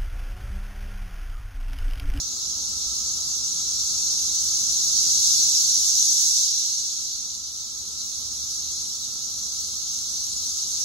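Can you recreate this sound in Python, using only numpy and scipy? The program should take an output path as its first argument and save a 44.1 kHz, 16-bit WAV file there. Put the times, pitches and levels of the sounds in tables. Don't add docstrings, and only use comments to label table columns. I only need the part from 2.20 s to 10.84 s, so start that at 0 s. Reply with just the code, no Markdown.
import sys
import numpy as np
from scipy import signal
from scipy.fft import rfft, irfft
from scipy.io import wavfile
from scipy.ndimage import uniform_filter1d

SR = 44100
rng = np.random.default_rng(int(sys.argv[2]) if len(sys.argv) > 2 else 0)


def digitize_waveform(pressure):
    field = np.atleast_2d(pressure).T
    bounded = np.clip(field, -1, 1)
    quanta = np.round(bounded * 32767).astype(np.int16)
    wavfile.write(sys.argv[1], SR, quanta)


def ratio_of_db(decibels):
    return 10 ** (np.asarray(decibels, float) / 20)


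N = 381024
LINES_N = 1024


def evened(x):
    return x / np.sqrt(np.mean(abs(x) ** 2) + 1e-20)


def read(points, hz, axis=1):
    table = np.transpose(points)
    return np.interp(np.log(hz + 1), np.log(table[0] + 1), table[axis])


def wander(shape, size):
    noise = rng.standard_normal(shape)
    return evened(uniform_filter1d(uniform_filter1d(noise, size), size))


def chorus():
    # frequency in Hz, level in dB per Hz.
    body_points = [(1500, -45), (2200, -39.5), (2800, -30.5), (3200, -23), (3600, -13), (4200, -6),
                   (4900, -7.5), (5600, -1.5), (6100, 0.5), (6700, -3.5), (7400, -12), (8500, -13),
                   (9700, -19), (12800, -22), (14400, -37), (16000, -29)]
    # time in seconds, effort in dB.
    calling = [(0.0, -31.5), (0.9, -29), (1.3, -28.5), (1.75, -26.5), (2.55, -24.5), (3.1, -20.5),
               (3.5, -20), (3.8, -17.5), (4.18, -17), (4.35, -20), (5.15, -29), (5.65, -31.5), (6.3, -28.5),
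               (6.9, -30), (7.5, -29.5), (8.64, -26.5)]
    rest_effort_db = -28
    turn_s, turn_length_s = 1.5, 4.5
    tick_share, pan_db = .26, -4

    crowds = []
    for side in range(2):
        buzz = clicks(300., .12, 3., count=90)
        ticks = clicks(28., .15, 4., count=60)
        crowds.append(np.sqrt(1 - tick_share ** 2) * buzz + tick_share * ticks)
    pair = ports(*stranded(np.array(crowds), depth_db=4.5))
    hz, t, z = signal.stft(pair, SR, nperseg=512, noverlap=384)

    effort_db = np.interp(t, *np.transpose(calling))
    effort_rise_db = effort_db - rest_effort_db
    facing = np.clip((t - turn_s) / turn_length_s, 0, 1)
    falling = np.maximum(-np.gradient(uniform_filter1d(effort_db, size=150), t) / 10, 0)
    low_db = 1.0 * falling - 9.5 + 1.63 * facing - 0.19 * effort_rise_db
    high_db = -1.5 * falling - 20.5 + 2.4 * facing + 0.039 * effort_rise_db
    low = 1 / (1 + (hz / 5000) ** 10)
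    high = 1 / (1 + (8200 / (hz + 1)) ** 10)
    colour_db = np.outer(low, low_db + 7.5) + np.outer(high, high_db + 16.5)

    body = evened(ratio_of_db(read(body_points, hz)))
    patches = evened(uniform_filter1d(wander((len(hz), len(t)), size=7), size=9, axis=0))
    flicker = wander(len(t), size=4) * (.25 + .5 * high[:, None])
    level_db = uniform_filter1d(effort_db, size=30) + 4.0 + colour_db
    z = z * body[:, None] * ratio_of_db(level_db + .6 * patches + 0.8 * flicker)

    lean_db = 0.49 * pan_db * np.exp(-((hz - 5900) / 800) ** 2)
    z = z * ratio_of_db(np.array([.5, -.5])[:, None, None] * lean_db[:, None])
    return signal.istft(z, SR, nperseg=512, noverlap=384)[1][:, :N]


def clicks(per_s, jitter, spread_db, count):
    buckles = int(N / SR * per_s * 1.5)
    rate = per_s * rng.uniform(.75, 1.3, (count, 1))
    gaps = (1 + jitter * rng.standard_normal((count, buckles))) / rate
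    at = np.cumsum(gaps, axis=1) - rng.random((count, 1)) / rate
    polarity = rng.choice([-1., 1.], (count, 1))
    size = ratio_of_db(spread_db * wander((count, buckles), size=40)) * polarity
    inside = (at > 0) & (at < (N - 1) / SR)
    train = np.bincount((at[inside] * SR).astype(int), size[inside], N)
    return evened(train - train.mean())


def stranded(x, depth_db):
    z = signal.stft(x, nperseg=1536, noverlap=1152)[2]
    z = z * ratio_of_db(depth_db * wander(z.shape, size=2))
    return evened(signal.istft(z, nperseg=1536, noverlap=1152)[1][..., :N])


def ports(a, b):
    # frequency in Hz, likeness from 0 to 1, lead of the right in turns.
    coherence = [(30, 0.97, 0.01), (90, 0.98, 0.02), (191, .9, .05), (423, .7, .15), (701, .5, .26),
                 (1115, 0.2, .27), (1810, .4, .47), (2510, 0, 1.01), (4203, 0.21, 1.04), (5393, .15, 1.55),
                 (6420, 0.4, 1.9), (6940, .8, 2.02), (7962, .7, 2.246), (8922, 0.99, 2.496),
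                 (10080, 0.7, 2.805), (11300, 0.86, 3.01), (12340, .85, 3.19), (13300, 1, 3.51),
                 (15090, 1, 3.74), (15300, .92, 4.01)]
    hz = np.fft.rfftfreq(N, 1 / SR)
    same = np.clip(read(coherence, hz), 0, 1)
    turns = np.interp(hz, np.transpose(coherence)[0], np.transpose(coherence)[2])
    left = rfft(a)
    right = same * left + np.sqrt(1 - same ** 2) * rfft(b)
    right = right * np.exp(2j * np.pi * turns)
    return irfft([left, right], N)


def steps():
    # start in seconds, peak in dB, pitch in Hz, T60 in seconds.
    footfalls = [
        (.497, -41, 66, .25),
        (.49, -43, 210, .15),
        (0.666, -38.5, 57.4, 0.51),
        (7.14, -50, 45, 0.34),
    ]
    t = np.arange(N) / SR
    out = np.zeros(N)
    for start_s, peak_db, pitch_hz, t60_s in footfalls:
        since_s = np.maximum(t - start_s, 0)
        decay = ratio_of_db(peak_db - 60 * since_s / t60_s)
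        out += decay * np.sin(2 * np.pi * pitch_hz * since_s) * (since_s < .075)
    return uniform_filter1d(out, size=60)


def throbbing(level_db, points, throb_db):
    gain = ratio_of_db(read(points, np.fft.rfftfreq(N, 1 / SR)))
    blur = evened(irfft(rfft(rng.standard_normal((2, N))) * gain, N))
    return ratio_of_db(level_db + throb_db * wander(N, size=1200)) * blur


def leaves():
    # frequency in Hz, level in dB per Hz.
    rustle = [(120, -16.5), (200, -0.5), (240, 0), (290, -4.5), (400, -4), (600, -7.5), (1100, -6.5),
              (1600, -16), (2400, -20), (4000, -59.5)]
    return throbbing(-53.5, rustle, .9)


def far_brood():
    # frequency in Hz, level in dB per Hz.
    drone = [(1000, -50), (1180, -6), (1260, 0.5), (1320, 5), (1390, -5.5), (1480, -19), (1700, -45)]
    return throbbing(-56.5, drone, .8)


def traffic():
    # frequency in Hz, level in dB per Hz.
    rumble = [(15, -45), (28, -26), (42, -12.5), (55, -1), (70, -1.5), (95, -7), (120, -5.5), (170, -10),
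              (260, -18.5), (400, -41.5)]
    return throbbing(-53, rumble, .8)


def engine():
    # frequency in Hz, level in dB per Hz.
    hum = [(60, -33), (70, -8.5), (75, 1.5), (80, -11.5), (92, -40), (225, -41.5), (240, -11), (255, -42)]
    pass_s, pass_width_s, pass_db = 5.8, 1.1, 9.5
    nearness = np.exp(-((np.arange(N) / SR - pass_s) / pass_width_s) ** 2)
    return throbbing(-60 + pass_db * nearness, hum, 1.0)


def far():
    bass_pan_db = -0.55
    crowds = leaves() + far_brood() + traffic() + engine()
    return ports(*crowds) * ratio_of_db([[bass_pan_db / 2], [-bass_pan_db / 2]])


def scene():
    return chorus() + steps() + far()


def windows(count, steep_share):
    bell = np.cumsum(np.kaiser(LINES_N + 1, 4 * np.pi))
    sine = np.sin(np.pi * (np.arange(LINES_N) + .5) / (2 * LINES_N))
    rises = np.array([sine, np.sqrt(bell[:-1] / bell[-1])])
    rise = rises[(rng.random(count + 1) < steep_share).astype(int)]
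    return np.concatenate([rise[:-1], rise[1:, ::-1]], axis=1)


def thinned(x):
    # frequency in Hz, step in dB, level in dB under which a band is dropped.
    thrift = [(102.3, -20.5, -40), (297.5, -8, -30), (598, -2, -20), (950, 3, -6), (1290, -1.5, -20),
              (1550, 6.5, -20), (3000, 8.5, -20), (3505, 1, -20), (3944, -5.5, -20), (6560, -8, -20),
              (7200, 0.5, -7.5), (8060, -2, -7), (8643, 2.5, -6.5), (9220, -0.5, -2), (9930, 1.5, -1.5),
              (10300, -1.5, -8), (11130, -0.6, -5), (11760, -7, -4.5), (12340, -3, -4.5), (13050, 5, -3),
              (13600, 2, 0), (14100, 6, -4), (14800, 13, -2), (15390, 7, -5), (16400, 16, 40.5)]
    band_edges = np.r_[0:40:4, 40:96:8, 96:144:12, 144, 160, 176, 196, 216, 240, 264, 292, 320:960:32, 1024]
    grid_offset, top_line = 632, 731

    n, k = np.arange(2 * LINES_N)[:, None] + .5, np.arange(LINES_N) + .5
    basis = np.cos(np.pi / LINES_N * (n + LINES_N / 2) * k) * np.sqrt(2 / LINES_N)
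    lead, frames = 2 * LINES_N - grid_offset, N // LINES_N + 4
    pair = np.zeros((2, frames * LINES_N))
    pair[:, lead:lead + N] = x[0] + x[1], x[0] - x[1]
    halves = pair.reshape(2, frames, LINES_N)
    window = windows(count=frames - 1, steep_share=.58)
    lines = (window * np.concatenate([halves[:, :-1], halves[:, 1:]], axis=2)) @ basis

    widths = np.diff(band_edges)
    band = np.repeat(np.arange(len(widths)), widths)
    hz = (band_edges[1:] + band_edges[:-1]) * SR / (4 * LINES_N)
    power = np.add.reduceat(lines ** 2, band_edges[:-1], axis=2) / widths
    level_db = 10 * np.log10(abs(uniform_filter1d(power, size=3, axis=1)) + 1e-20)
    louder_db = uniform_filter1d(level_db, size=5, axis=1).max(axis=0)

    mood_db = wander((2, len(hz), frames - 1), size=2).transpose(0, 2, 1)
    frame_db = 1.2 * rng.standard_normal((frames - 1, 1))
    step = ratio_of_db(louder_db + read(thrift, hz) + 1.3 * mood_db[:1] + frame_db)[..., band]
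    kept = (level_db > louder_db + read(thrift, hz, axis=2) + 1.6 * mood_db)[..., band]
    whole = np.floor((abs(lines) / step) ** .75 + .4054)
    whole[..., top_line:] = 0
    rounded = np.sign(lines) * whole ** (4 / 3) * step * kept

    out = window * (rounded @ basis.T)
    pair = np.zeros((2, frames, LINES_N))
    pair[:, :-1] += out[..., :LINES_N]
    pair[:, 1:] += out[..., LINES_N:]
    mid, side = pair.reshape(2, -1)[:, lead:lead + N]
    return np.array([mid + side, mid - side]) / 2


def band_limit(x):
    return signal.sosfilt(signal.butter(12, 17100, fs=SR, output="sos"), x)


def record(dry):
    # time in seconds, gain in dB.
    gain_points = [
        (3.1, 0.0),
        (3.8, -4),
        (4.6, -6),
        (5.3, -6),
        (5.6, -4),
        (6.8, -3),
        (8.64, -2.5),
    ]
    gain_db = np.interp(np.arange(N) / SR, *np.transpose(gain_points))
    mix = thinned(dry * ratio_of_db(gain_db))
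    return band_limit(mix)


dry = scene()
out = record(dry)
digitize_waveform(out)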